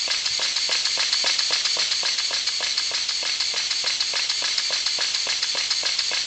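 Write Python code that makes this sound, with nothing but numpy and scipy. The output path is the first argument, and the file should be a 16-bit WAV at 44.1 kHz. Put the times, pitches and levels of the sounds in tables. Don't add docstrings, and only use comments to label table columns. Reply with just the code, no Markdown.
import sys
import numpy as np
from scipy import signal
from scipy.fft import rfft, irfft, next_fast_len
from scipy.io import wavfile
from scipy.ndimage import uniform_filter1d, map_coordinates

SR = 44100
rng = np.random.default_rng(int(sys.argv[2]) if len(sys.argv) > 2 else 0)


def persist_wave(psi):
    counts = np.round(np.clip(psi, -1, 1) * 32767).astype(np.int16)
    wavfile.write(sys.argv[1], SR, np.atleast_2d(counts).T)


N = 276066
TIME = np.arange(N) / SR

# time_s, speed_turns_per_s
FLYWHEEL_SPEED = [(0, 2.998), (1.23, 3.808), (1.94, 3.809), (2.55, 3.283), (3.17, 3.155), (4.45, 3.54),
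                  (6.26, 3.553)]
# pitch_hz, level_db
RUMBLE_SPECTRUM = [(20, -21), (35, -1), (60, -2), (100, 2.5), (160, -4.5), (300, 0), (700, -2.5),
                   (2000, -34.5)]
LEAK_SPECTRUM = [(150, -27), (600, -19), (1450, -11.5), (1900, -13.5), (2150, -7), (2700, -2.5), (3450, 1),
                 (3800, -1.5), (4300, 1), (5400, -3), (6200, -4), (7500, -7), (8400, -22.5)]
PUFF_SPECTRUM = [(200, -54), (600, -23.5), (1100, -16), (1500, -15.5), (2100, -11.5), (3200, -14),
                 (3780, -10), (4030, 0.5), (4550, -2.5), (4750, -3.5), (5200, -1.5), (5700, -19),
                 (7000, -12), (8300, -30.5)]
# pitch_hz, width_hz, level_db
OUT_PORT_RESONANCES = [(1810, 270, -13.5), (2135, 170, -7), (2390, 92, -14), (3500, 1900, -14),
                       (4030, 210, -2), (4388, 286, 1.5), (5894, 500, -8), (7510, 560, -17)]
BACK_PORT_RESONANCES = [(1795, 100, -18), (2090, 84, -12), (2304, 88, -11.5), (3480, 84, -13),
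                        (4107, 160, -5.5), (4454, 160, 1), (4920, 260, -14), (6400, 260, -12),
                        (6720, 220, -14), (7580, 850, -24)]
# angle_turns, scatter_turns, plinth_db, frame_db, rod_db
SLACK_HITS = [(-.001, 0.00065, -23.5, -36, -35), (.01, 0.0022, -40, -43.5, -32),
              (.025, .0015, -31.5, -34.5, -34.5), (.075, .002, -31.5, -20, -28.5),
              (0.093, .002, -38, -35, -38.5), (0.128, .003, -50.5, -40, -41.5),
              (.192, .003, -38.5, -26, -43), (.215, .003, -40.5, -27.5, -23),
              (0.419, 0.0044, -50, -39.5, -40), (.468, .003, -48, -56.5, -51.5),
              (.543, .0025, -46.5, -42.5, -34), (.574, .002, -44.5, -45.5, -35.5),
              (.621, 0.0022, -51.5, -23.5, -35)]
# pitch_hz, level_db, t60_s
PLINTH_MODES = [(158, -20.5, 0.041), (324, -11, 0.029), (426, -6, 0.021), (510, -3.5, 0.044),
                (599, -2, 0.033), (695, -4.5, 0.035), (938, -9, 0.04), (1015, -7.5, 0.047),
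                (1153, -13, 0.058)]
FRAME_MODES = [(944, -10, 0.025), (1095, -12, 0.039), (1254, -7.5, 0.03), (1636, 0.5, 0.022),
               (1713, -1.5, 0.033), (2029, -8, 0.046), (2980, -8.5, 0.055), (3480, -9.5, 0.13)]
ROD_MODES = [(2157, 2.5, 0.018), (2600, -0.5, .035), (2837, -2, 0.022)]
# start_s, level_db
HANDLING_BUMPS = [(.3, -54), (3.42, -51.5)]
# delay_s, level_db
REFLECTIONS = [(.0041, -27.5), (.0067, -20.5), (.0093, -19.5), (0.0123, -28.5)]
# pitch_hz, t60_s
ROOM_DECAY = [(200, 0.69), (2000, 0.61), (8000, 0.86)]

FIRST_KNOCK_S, RING_SAMPLES = 0.0752, SR // 16
STEAM_LEAD_S, CRANK_LEAD_S, ROD_LEAD_S = 0.32, 0.3, 0.78
HISS_GROWS_DB, KNOCK_GROWS_DB, CLACK_GROWS_DB, TICK_GROWS_DB = 3, 3.2, 2.5, 1.5
PUFF_VARY_DB, KNOCK_VARY_DB, CLACK_VARY_DB, TICK_VARY_DB = 0.5, 0.5, 1.34, 2.05
SWEEP_SKEW, SWEEP_SHARPNESS = 1.25, 0.9
PITCH_ARCH = 0.035
TILT_START_S, TILT_LENGTH_S, OFF_AXIS_DB = 1.3, 4.5, -0.83


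def amp(db):
    return 10 ** (np.asarray(db) / 20)


def unit(x):
    return x / np.sqrt(np.mean(x ** 2) + 1e-20)


def along(points, hz):
    pitches, values = np.transpose(points)
    return np.interp(np.log(hz + 1), np.log(pitches), values)


def wobble(rate_hz):
    return map_coordinates(rng.standard_normal(int(N * rate_hz / SR) + 4), [TIME * rate_hz])


def filtered(x, response):
    size = next_fast_len(N + SR // 2)
    return irfft(rfft(x, size) * response(np.fft.rfftfreq(size, 1 / SR)), size)[:N]


def noise(spectrum, rough_db=0):
    jet = rng.standard_normal(N) * amp(rough_db * wobble(700))
    return unit(filtered(jet, lambda hz: amp(along(spectrum, hz))))


def add(track, start_s, sound):
    start = round(start_s * SR)
    if 0 <= start < N:
        track[start:start + len(sound)] += sound[:N - start]


def speed():
    return np.interp(TIME, *np.transpose(FLYWHEEL_SPEED))


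def crank_angle():
    turns = np.cumsum(speed()) / SR
    return turns - np.interp(FIRST_KNOCK_S, TIME, turns)


def drive(lead_s):
    acceleration = uniform_filter1d(np.gradient(speed()) * SR, size=SR // 2)
    sustained = speed() + lead_s * acceleration
    return sustained - sustained.mean()


def off_axis():
    return np.clip((TIME - TILT_START_S) / TILT_LENGTH_S, 0, 1)


def hiss_gain():
    return amp(HISS_GROWS_DB * drive(STEAM_LEAD_S) + OFF_AXIS_DB * off_axis())


def room_tone(hum_hz=58):
    hum = amp(-66 + 2 * wobble(3.3)) * np.sin(2 * np.pi * hum_hz * TIME + wobble(5.4))
    return amp(-56.5) * noise(RUMBLE_SPECTRUM) + hum


def valve_leak():
    return hiss_gain() * amp(-30) * noise(LEAK_SPECTRUM, rough_db=1)


def port_whistle(port, rough_db):
    def response(f):
        peaks = (amp(2 * db) / (1 + 2 * ((f - hz) / width) ** 2) ** 2 for hz, width, db in port)
        return np.sqrt(sum(peaks))

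    jet = rng.standard_normal(N) * amp(rough_db * wobble(400))
    return unit(filtered(jet, response))


def stroke(port, opens_turns, attack_turns, fall_db_per_turn, sweep_turns,
           puff_db, grows_db, off_axis_db, port_db, sweep_db):
    turn, open_for = np.divmod(crank_angle() - opens_turns + 1, 1)
    vary_db = PUFF_VARY_DB * rng.standard_normal(int(turn.max()) + 1)[turn.astype(int)]
    opening = np.minimum(open_for / attack_turns, 1) ** 1.5
    blowdown = opening * amp(-fall_db_per_turn * np.maximum(open_for - attack_turns, 0))
    level_db = puff_db + grows_db * drive(STEAM_LEAD_S) + off_axis_db * off_axis() + vary_db
    puff = amp(level_db) * blowdown * noise(PUFF_SPECTRUM, rough_db=1.5)
    travel = np.minimum(open_for / sweep_turns, 1)
    piston = np.abs(np.sin(np.pi * travel ** SWEEP_SKEW)) ** SWEEP_SHARPNESS
    flow = np.hypot(amp(port_db) * blowdown, piston)
    pitch = 1 + PITCH_ARCH * (piston - 0.75)
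    hiss = map_coordinates(port_whistle(port, rough_db=-1), [np.cumsum(pitch)], mode="wrap")
    return puff + hiss_gain() * amp(sweep_db + 0.1 * wobble(25)) * flow * hiss


def exhaust():
    out = stroke(OUT_PORT_RESONANCES, opens_turns=0.0601, attack_turns=0.0607,
                 fall_db_per_turn=110.5, sweep_turns=0.45,
                 puff_db=-21, grows_db=5, off_axis_db=-3, port_db=1.5, sweep_db=-25)
    back = stroke(BACK_PORT_RESONANCES, opens_turns=0.536, attack_turns=0.038,
                  fall_db_per_turn=166.5, sweep_turns=0.54,
                  puff_db=-19, grows_db=2.2, off_axis_db=-0.5, port_db=2.5, sweep_db=-25)
    return out + back


def ring(modes, attack_s=0.00028):
    t = np.arange(RING_SAMPLES) / SR
    hz, db, t60 = np.transpose(modes)[:, :, None]
    vary_db, detune = rng.normal(0, 1.1, hz.shape), rng.normal(0, 0.007, hz.shape)
    sign = (-1) ** np.arange(len(modes))[:, None]
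    partials = sign * amp(db + vary_db - 60 * t / t60) * np.cos(2 * np.pi * hz * (1 + detune) * t)
    return partials.sum(axis=0) * (1 - np.exp(-t / attack_s))


def linkage(crack_db=-3, crack_t60_s=0.016):
    track, t = np.zeros(N), np.arange(RING_SAMPLES) / SR
    crank = crank_angle()
    turns = np.arange(int(crank[-1]) + 1)
    crank_load = np.interp(turns, crank, drive(CRANK_LEAD_S))
    rod_load = np.interp(turns, crank, drive(ROD_LEAD_S))
    tilt_db = OFF_AXIS_DB * np.interp(turns, crank, off_axis())
    for turn in turns:
        knock_db = KNOCK_GROWS_DB * crank_load[turn] + KNOCK_VARY_DB * rng.standard_normal()
        clack_db = CLACK_GROWS_DB * rod_load[turn] + CLACK_VARY_DB * rng.standard_normal()
        tick_db = TICK_GROWS_DB * rod_load[turn] + TICK_VARY_DB * rng.standard_normal()
        for angle, scatter, plinth_db, frame_db, rod_db in SLACK_HITS:
            late, force = rng.standard_normal(2)
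            knock = amp(plinth_db + knock_db) * ring(PLINTH_MODES)
            rasp = np.gradient(rng.standard_normal(len(t)))
            crack = amp(crack_db - 60 * t / crack_t60_s) * rasp
            clack = amp(frame_db + clack_db) * (ring(FRAME_MODES) + crack)
            tick = amp(rod_db + tick_db) * ring(ROD_MODES)
            start_s = np.searchsorted(crank, turn + angle + scatter * late) / SR
            add(track, start_s, amp(tilt_db[turn] + 0.5 * force) * (knock + clack + tick))
    return track


def handling():
    envelope, t = np.zeros(N), np.arange(SR // 4) / SR
    for start_s, level_db in HANDLING_BUMPS:
        add(envelope, start_s, amp(level_db) * t / 0.012 * np.exp(1 - t / 0.013))
    thud = noise([(30, -27), (70, -1), (140, -2.5), (300, -26), (1000, -82)])
    return envelope * thud


def room_reverb(x, wet_db):
    hz, t, wash = signal.stft(rng.standard_normal(SR // 2), SR, nperseg=256)
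    decay = amp(-60 * t / along(ROOM_DECAY, hz)[:, None])
    tail = signal.istft(wash * decay, SR, nperseg=256)[1]
    response = amp(wet_db) * np.pad(tail, (SR // 200, 0)) / np.linalg.norm(tail)
    for delay_s, level_db in REFLECTIONS:
        response[round(delay_s * SR)] += amp(level_db)
    return signal.fftconvolve(x, response)[:N]


def scene():
    engine = exhaust() + valve_leak() + linkage()
    return (engine + room_reverb(engine, wet_db=-12) + handling() + room_tone())[None]


def record(dry):
    corner_hz, top_hz = 8450, 9080
    return filtered(dry[0], lambda hz: (hz < top_hz) / np.sqrt(1 + (hz / corner_hz) ** 60))[None]


dry = scene()
out = record(dry)
persist_wave(out)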